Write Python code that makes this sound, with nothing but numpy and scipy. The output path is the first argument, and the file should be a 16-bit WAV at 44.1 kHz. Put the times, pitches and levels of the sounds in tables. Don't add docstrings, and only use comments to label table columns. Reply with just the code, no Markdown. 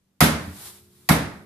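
import sys
import numpy as np
from scipy import signal
from scipy.fft import rfft, irfft
from scipy.io import wavfile

SR = 44100
rng = np.random.default_rng(int(sys.argv[2]) if len(sys.argv) > 2 else 0)


def inscribe(sig):
    pcm = np.round(np.clip(np.atleast_2d(sig).T, -1, 1) * 32767)
    wavfile.write(sys.argv[1], SR, pcm.astype(np.int16))


N = 63945
TIME = np.arange(N) / SR
FREQS = np.arange(N // 2 + 1) * SR / N
TOP_HZ = 14300


def undb(db):
    return 10 ** (np.asarray(db) / 20)


def at(hz, table, column=1):
    table = np.array(table, float)
    return np.interp(np.log(np.maximum(hz, 1)), np.log(table[:, 0]), table[:, column])


def since(start):
    return np.maximum(TIME - start, 0)


def fade(age, fade_s):
    return np.exp(-np.log(1000) * age / fade_s)


def rise(age, seconds):
    return 1 - np.exp(-age / seconds)


def pan(db):
    return undb(np.array([[1], [-1]]) * db / 2)


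def noise(colour, shared_hz=580):
    mid, side = rfft(rng.standard_normal((2, N)))
    alike = .98 / (1 + (FREQS / shared_hz) ** 2)
    pair = mid * np.sqrt(1 + alike) + np.array([[1], [-1]]) * side * np.sqrt(1 - alike)
    x = irfft(pair * undb(at(FREQS, colour)), N)
    return x / np.std(x)


def lows(x, hz):
    return signal.sosfiltfilt(signal.butter(2, hz, fs=SR, output="sos"), x)


def bands(x, count=24):
    spectrum = rfft(x)
    centres = np.geomspace(60, TOP_HZ, count)
    return [(hz, irfft(spectrum * np.interp(FREQS, centres, weights), N))
            for hz, weights in zip(centres, np.eye(count))]


# (frequency [Hz], relative level [dB])
HUSH_COLOUR = [(25, -8), (60, -1.5), (200, 1.5), (400, -11), (700, -15.5), (2000, -20.5), (14000, -24.5)]

def background():
    hum_hz = 192
    hum = np.sqrt(2) * np.sin(2 * np.pi * hum_hz * TIME)
    return undb(-71) * noise(HUSH_COLOUR) + undb(-75) * hum


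# (frequency [Hz], relative level [dB])
TICK_COLOUR = [(500, -11.5), (1800, 4), (3000, -10), (5000, 4), (6500, -11), (7400, 7.5), (8600, -17.5),
               (12000, 9.5), (14500, -9.5)]
STEEL_RISE_S = .00092

def tick(start):
    age = since(start)
    snap = noise(TICK_COLOUR, shared_hz=3000) * rise(age, STEEL_RISE_S) * fade(age, fade_s=.02)
    return undb(-11.5) * pan(6.5) * snap


# (frequency [Hz], relative level [dB])
CRACK_COLOUR = [(100, -28), (400, -4.5), (750, 2.5), (1400, 5), (2100, -0.5), (3000, -13.5), (4500, -8),
                (7500, -18), (12000, -11.5), (14500, -24)]

def crack(start):
    age = since(start)
    burst = noise(CRACK_COLOUR, shared_hz=2500)
    wood = lows(burst, hz=2500)
    hit = wood * rise(age, seconds=.006) + (burst - wood) * rise(age, STEEL_RISE_S)
    return undb(-7.5) * pan(-1.5) * hit * fade(age, fade_s=.049)


# (frequency [Hz], relative level [dB], fade time [s])
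RING_TONES = [(724, -21, .25), (812, -28, .25), (895, -28, .28), (1123, -30, .35), (1278, -22, .25),
              (1394, -26, .33), (1557, -30, .3), (1683, -27, .26), (1903, -30, .3), (2131, -25, .33),
              (2250, -25, .26), (2530, -32, .3), (3704, -31, .35), (3951, -31, .28), (5060, -33, .2),
              (8800, -35, .25), (9870, -32, .22), (12400, -32, .18)]

def ring(start):
    age, count = since(start), len(RING_TONES)
    phases = rng.random((count, 1, 1)) + rng.uniform(-.2, .24, (count, 2, 1))
    tones = sum(undb(db) * fade(age, fade_s) * np.sin(2 * np.pi * (hz * age + phase))
                for (hz, db, fade_s), phase in zip(RING_TONES, phases))
    return undb(-1) * rise(age, seconds=.001) * tones


# (frequency [Hz], relative level [dB], fade time [s])
BIN_TONES = [(72, -27, .6), (79, -31, .5), (88, -31, .4), (113, -29, .4), (146, -24, .25), (156, -18, .38),
             (200, -25, .35), (228, -20, .4), (259, -28, .45), (299, -25, .42), (322, -32, .35),
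             (413, -33, .42), (476, -32, .35), (575, -31, .42)]

def boom(tones, peak, swell_s):
    t = TIME - peak
    swell = np.clip(1 + t / swell_s, 0, 1) ** .98
    return -swell * sum(undb(db) * fade(since(peak), fade_s) * np.cos(2 * np.pi * hz * t)
                        for hz, db, fade_s in tones)


def bin_and_drawer(start, swell_s=.022, jolt_s=.00052):
    peak = start + swell_s
    jolt = np.exp(-((TIME - peak) / jolt_s) ** 2)
    return undb(2) * boom(BIN_TONES, peak, swell_s) - undb(-23) * jolt


# (frequency [Hz], relative level [dB], fade time [s])
ROOM_TAIL = [(35.5, -20, 0.55), (80, 0.5, 0.87), (200.7, 7.5, 0.6), (393, -1, 0.55), (744, -0.5, 0.56),
             (1270, -1.5, 0.56), (2110, -4.5, 0.58), (2690, -7.5, 0.48), (4200, -11, 0.5),
             (7000, -14.5, 0.43), (10000, -10.5, 0.36), (13050, -8.5, .28), (14700, -23, 0.17)]
ROOM_RISE_S = .0042

def kitchen(start):
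    age = since(start)
    tail = sum(band * fade(age, at(hz, ROOM_TAIL, column=2)) for hz, band in bands(noise(ROOM_TAIL)))
    return undb(-13.5) * rise(age, ROOM_RISE_S) * tail


# (frequency [Hz], level [dB], fade time [s])
COUNTER_TONES = [(358, -55, 5.6), (420, -53, 2.6), (203, -48, 2.1)]

def counter(start):
    age = since(start)
    tones = sum(undb(db) * fade(age, fade_s) * np.sin(2 * np.pi * (hz * age + rng.random()))
                for hz, db, fade_s in COUNTER_TONES)
    return rise(age, ROOM_RISE_S) * tones


# (frequency [Hz], relative level [dB])
ECHO_COLOUR = [(500, -15.5), (1500, 1), (4000, 0.5), (7000, -11.5), (12000, 4.5), (14500, -13)]

def cupboards(start, delay_s=.024):
    age = since(start + delay_s)
    return undb(-16.5) * noise(ECHO_COLOUR) * rise(age, seconds=.008) * fade(age, fade_s=.12)


# (frequency [Hz], left minus right [dB])
EAR_BALANCE = [(200, -2.3), (700, -1.3), (1300, -1.2), (4000, -1), (8000, -1), (12500, -2.5)]

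def placed(x):
    hz = np.arange(N + 1) * SR / (2 * N)
    return irfft(rfft(x, 2 * N) * pan(at(hz, EAR_BALANCE)))[:, :N]


# (time [s], level [dB], treble [dB], boom [dB], tick [dB], crack [dB])
KNOCKS = [(0.205, 2, 2, 0, -1.5, 0), (1.0892, 0, -1.5, -1.5, 3, 4)]

def knock(start, db, treble_db, boom_db, tick_db, crack_db):
    hit = placed(undb(crack_db) * crack(start) + ring(start) + kitchen(start) + cupboards(start))
    body = lows(hit, hz=3000)
    blow = body + undb(treble_db) * (hit - body) + undb(tick_db) * tick(start)
    return undb(db) * blow + undb(boom_db) * bin_and_drawer(start) + counter(start)


# (frequency [Hz], relative level [dB])
RUMBLE_COLOUR = [(30, -22.5), (60, -21.5), (84, 1.5), (105, -11.5), (128, -1.5), (160, -10.5), (200, -5.5),
                 (260, -16.5), (500, -28), (1500, -48.5), (14000, -70.5)]

def rumble(start):
    return undb(-60.5) * noise(RUMBLE_COLOUR) * rise(since(start), seconds=.12)


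# (time [s], level [dB])
SLEEVE_LEVELS = [(.38, -53), (.46, -49.5), (.52, -50), (.575, -43.5), (.63, -40.5), (.675, -38),
                 (.72, -46.5), (.78, -50.5), (.82, -57), (.89, -62.5), (.96, -58.5), (1.04, -58),
                 (1.2, -56.5), (1.45, -64)]
# (frequency [Hz], relative level [dB])
SLEEVE_COLOUR = [(300, -3), (1100, 1.5), (2000, 0), (2900, -1.5), (3600, 3), (6300, -0.5), (8200, 2.5),
                 (11500, 5), (14500, -1)]

def sleeve():
    times, db = np.array(SLEEVE_LEVELS).T
    loudness = np.interp(TIME, times, undb(db), left=0, right=0)
    return noise(SLEEVE_COLOUR, shared_hz=900) * loudness


# (frequency [Hz], relative level [dB], fade time [s])
BIN_FLOOR_TONES = [(85.2, 0, 0.27), (145, -6.5, .22), (188.6, -7, 0.32), (217.5, -9, 0.27),
                   (290.5, -9.5, 0.31)]

def puck():
    return undb(-32) * boom(BIN_FLOOR_TONES, peak=.482, swell_s=.044)


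def scene():
    knocks = sum(knock(*row) for row in KNOCKS)
    first_knock_s = KNOCKS[0][0]
    return background() + knocks + rumble(first_knock_s) + sleeve() + puck()


def record(dry, ceiling=1.1):
    rounded = dry / (1 + (dry / ceiling) ** 4) ** .25
    treble_cut = signal.ellip(8, .2, 80, TOP_HZ, fs=SR, output="sos")
    return signal.sosfilt(treble_cut, rounded)


dry = scene()
out = record(dry)
inscribe(out)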